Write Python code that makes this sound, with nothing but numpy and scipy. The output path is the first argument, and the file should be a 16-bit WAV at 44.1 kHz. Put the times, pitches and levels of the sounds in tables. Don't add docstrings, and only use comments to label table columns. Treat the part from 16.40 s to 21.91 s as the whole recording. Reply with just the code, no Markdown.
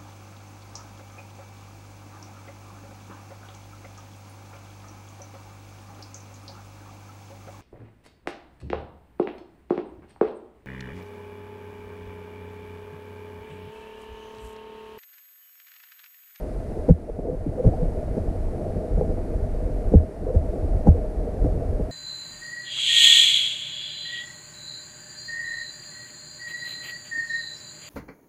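import sys
import numpy as np
from scipy import signal
from scipy.fft import rfft, irfft
from scipy.io import wavfile
from scipy.ndimage import uniform_filter1d, minimum_filter1d

SR = 44100
rng = np.random.default_rng(int(sys.argv[2]) if len(sys.argv) > 2 else 0)


def transcribe(signal):
    frames = np.atleast_2d(signal).T
    limited = np.clip(frames, -1, 1)
    pcm = np.round(limited * 32767).astype(np.int16)
    wavfile.write(sys.argv[1], SR, pcm)


N = 242991


def amp(db):
    return 10 ** (np.asarray(db) / 20)


def unit_rms(x):
    return x / np.sqrt(np.mean(x ** 2) + 1e-20)


def follow(curve):
    return amp(np.interp(np.arange(N) / SR, *np.transpose(curve)))


def colour(x, spectrum):
    row_hz, row_db = np.transpose(spectrum)
    hz = np.fft.rfftfreq(len(x), 1 / SR)
    gain = amp(np.interp(np.log(hz + 1), np.log(row_hz + 1), row_db)) * (hz < row_hz[-1])
    return unit_rms(irfft(rfft(x) * gain, len(x)))


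def drift(rate_hz):
    hz = np.fft.rfftfreq(N, 1 / SR)
    return unit_rms(irfft(rfft(rng.standard_normal(N)) * np.exp(-(hz / rate_hz) ** 2), N))


def add(mix, start_s, sound):
    part = mix[max(round(start_s * SR), 0):][:len(sound)]
    part += sound[:len(part)]


def ring(hz, t60, rise_cycles, glide=0):
    t = np.arange(SR // 3) / SR
    build = 1 - np.exp(-(t * hz / rise_cycles) ** 2)
    decay = np.exp(-np.log(1000) * t / t60)
    return build * decay * np.sin(2 * np.pi * hz * t * (1 + glide * t))


# frequency in Hz, relative spectral level in dB.
HISS_SPECTRUM = [(500, -27), (850, -4), (925, -7.5), (1030, -9.5), (1330, -11.5), (1410, -12),
                 (2060, -16.5), (3270, -28), (4640, -26), (5120, -28), (7640, -29.5), (9160, -27),
                 (10200, -28), (13300, -38.5), (15400, -50.5)]

def electronics_hiss(level_db=-53.5):
    return amp(level_db) * colour(rng.standard_normal(N), HISS_SPECTRUM)


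# time in seconds, relative level in dB.
CHURN_LEVELS = [(0.0, -38), (0.63, -36), (1.26, -33.5), (2.93, -34.5), (3.54, -35.5), (5.22, -33.5),
                (5.51, -34.5)]
# frequency in Hz, relative gain in dB.
GURGLE_SPECTRUM = [(70, -28), (130, 13), (180, -1), (250, -1), (330, -2.5), (410, -1.5), (500, 0),
                   (557, -8.5), (620, 1.5), (690, -5.5), (800, -15), (900, -22), (1020, -29), (1600, -64)]

def distant_bubbles(level_db=1.5, per_s=1100, spread_db=1.0, cycles=17, wash_db=-3, surge_db=1.22):
    crowd = np.zeros(N)
    pitches_hz = np.linspace(180, 950, 36)
    for hz in pitches_hz:
        born = rng.random(N) < per_s / len(pitches_hz) / SR
        strength = amp(spread_db * np.minimum(rng.exponential(1, N), 4))
        bubble = unit_rms(ring(hz, t60=cycles / hz, rise_cycles=0.66, glide=0.61))
        crowd += signal.oaconvolve(born * strength, bubble)[:N]
    water = unit_rms(crowd) + amp(wash_db) * rng.standard_normal(N)
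    surge = amp(level_db + surge_db * drift(rate_hz=7.1))
    return colour(water, GURGLE_SPECTRUM) * follow(CHURN_LEVELS) * surge


# time in seconds, relative level in dB.
CURRENT_LEVELS = [(0.0, -30.5), (0.4, -34), (0.58, -41), (0.81, -31), (1.36, -30), (2.79, -28),
                  (3.39, -26.5), (3.51, -23), (3.7, -41.5), (3.9, -28), (4.08, -28.5), (4.86, -31.5),
                  (5.16, -23.5), (5.51, -30)]
# frequency in Hz, relative spectral level in dB.
RUMBLE_SPECTRUM = [(6, -25), (14, -9), (26, 6), (45, 6.5), (62, -5), (85, 0.5), (110, -11.5), (160, -18.5),
                   (260, -39), (500, -63)]

def eddies(level_db=2.5, lumpy_db=2.5):
    pressure = colour(rng.standard_normal(N), RUMBLE_SPECTRUM)
    return pressure * follow(CURRENT_LEVELS) * amp(level_db + lumpy_db * drift(rate_hz=15))


# start in seconds, level in dB, pitch in Hz, t60 in seconds.
CLOSE_BUBBLES = [(1.334, -21, 752, 0.059)]

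def close_bubble():
    out = np.zeros(N)
    for start_s, db, hz, t60 in CLOSE_BUBBLES:
        add(out, start_s, amp(db) * ring(hz, t60, rise_cycles=3.0, glide=0.18))
    return out


# frequency in Hz, relative level in dB, t60 in seconds.
CASE_MODES = [(45, -11.5, 0.072), (79.6, 6, 0.17), (112.5, 9, 0.086), (168.3, 15, 0.062), (195.6, 7, 0.057),
              (287.4, 5.5, 0.046), (439.7, -4.5, 0.076), (494.4, -1.5, 0.074), (600, -13.5, 0.079),
              (811, -17.5, 0.062)]

def case_ring(push_hz, octaves):
    thud = 0
    for hz, db, t60 in CASE_MODES:
        drive = np.exp(-0.5 * (np.log2(hz / push_hz) / octaves) ** 2)
        thud += amp(db) * drive * ring(hz, t60, rise_cycles=0.68)
    return thud / abs(thud).max()


# frequency in Hz, relative spectral level in dB.
SCRATCH_SPECTRUM = [(400, -6), (850, -4.5), (1400, 2), (2400, -12), (3800, -23), (5200, -13.5), (8000, -17),
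                    (10000, -22.5), (15000, -32)]
# start in seconds, length in seconds,
# rms level in dB, spread of the push in octaves, scratch in dB relative to the grinding.
GRIT_SCUFFS = [(0.478, .038, -21, 0.77, -35), (0.681, .031, -27, 0.084, -50),
               (0.786, 0.017, -23.5, 0.97, -47), (0.814, 0.12, -25.5, 0.64, -53.5),
               (0.904, 0.063, -27.5, 0.94, -41), (1.171, 0.051, -24, 0.14, -52),
               (1.221, .09, -25.5, 0.88, -35), (1.37, .11, -33, 0.11, -42), (1.765, .024, -24, 1.11, -37),
               (2.356, .034, -30, 1.13, -40), (2.563, 0.053, -26, 1.2, -37), (2.651, .09, -32.5, 1.16, -45),
               (3.51, .05, -27.5, 0.89, -34), (3.851, 0.078, -27, 0.38, -37),
               (3.926, 0.049, -27, 0.087, -33), (4.458, .041, -18.5, 1.7, -35), (4.542, .04, -31, .25, -36),
               (5.025, 0.07, -30.5, 0.92, -31)]

def grit_scuffs(slips_per_s=2000, push_hz=515, taper=0.7):
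    out = np.zeros(N)
    for start_s, length_s, db, octaves, scratch_db in GRIT_SCUFFS:
        slips = rng.standard_normal(SR) * (rng.random(SR) < slips_per_s / SR)
        size = round(length_s * SR)
        grind = signal.fftconvolve(slips, case_ring(push_hz, octaves))[SR - size:SR]
        scratch = amp(scratch_db) * colour(slips, SCRATCH_SPECTRUM)[-size:]
        scuff = (unit_rms(grind) + scratch) * signal.windows.tukey(size, taper)
        add(out, start_s, amp(db) * unit_rms(scuff))
    return out


# time in seconds, the main push's peak in dB and centre in Hz,
# the first touch's peak in dB and centre in Hz, wall clack in dB relative to that touch.
KNOCKS_AND_THUMPS = [(0.505, 3, 169, -12.5, 450, -14.5), (1.076, -18.5, 121.5, -15, 333, -28),
                     (1.259, -5, 115.3, -19, 408, -14), (1.426, -15.5, 161, -33, 450, -22),
                     (2.624, -29, 129, -12.5, 475, -16), (3.551, -1, 86.4, -6, 371, -22.5),
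                     (3.956, -10.5, 59.3, -28, 450, -20), (4.224, -19, 55, -32, 400, -20),
                     (4.342, -20.5, 54.6, -47, 400, -18), (4.484, -3.5, 87.7, -11.5, 308, -9),
                     (5.057, -16, 100, -17.5, 360, -17), (5.409, -27.5, 80, -20, 380, -17.5)]

def knocks_and_thumps(touch_lead_s=0.01407, sway_lead_s=0.0091):
    out = np.zeros(N)
    clack = case_ring(push_hz=830, octaves=0.14)
    sway = amp(-7) * case_ring(push_hz=43.06, octaves=0.33)
    soften = amp(-0.5) * case_ring(push_hz=215.4, octaves=0.33)
    for at_s, main_db, main_hz, touch_db, touch_hz, clack_db in KNOCKS_AND_THUMPS:
        touch = case_ring(touch_hz, octaves=0.28) + amp(clack_db) * clack
        add(out, at_s - touch_lead_s, amp(touch_db) * touch)
        add(out, at_s - sway_lead_s, amp(main_db) * sway)
        add(out, at_s - touch_lead_s / 2, amp((touch_db + main_db) / 2) * soften)
        add(out, at_s, amp(main_db) * case_ring(main_hz, octaves=0.36))
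    return out


def scene():
    water = eddies() + distant_bubbles() + close_bubble()
    housing = knocks_and_thumps() + grit_scuffs()
    return (water + housing + electronics_hiss())[None]


def gain_control(x, ceiling_db=-0.23, hold_s=0.38, recovery_db_per_s=11, attack_s=0.0016):
    over_db = np.maximum(20 * np.log10(abs(x).max(0) + 1e-9) - ceiling_db, 0)
    hold, attack = round(hold_s * SR), round(attack_s * SR)
    held_db = -minimum_filter1d(-over_db, hold, origin=(hold - 1) // 2 - attack, mode="constant")
    recovery_db = np.arange(N) * recovery_db_per_s / SR
    duck_db = np.maximum.accumulate(held_db + recovery_db) - recovery_db
    smooth_db = uniform_filter1d(uniform_filter1d(duck_db, attack), attack)
    return x * amp(-smooth_db)


def record(dry, cutoff_hz=15400):
    low_pass = signal.firwin(511, cutoff_hz, window=("kaiser", 9), fs=SR)
    return signal.oaconvolve(gain_control(dry), low_pass[None], "same")


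dry = scene()
out = record(dry)
transcribe(out)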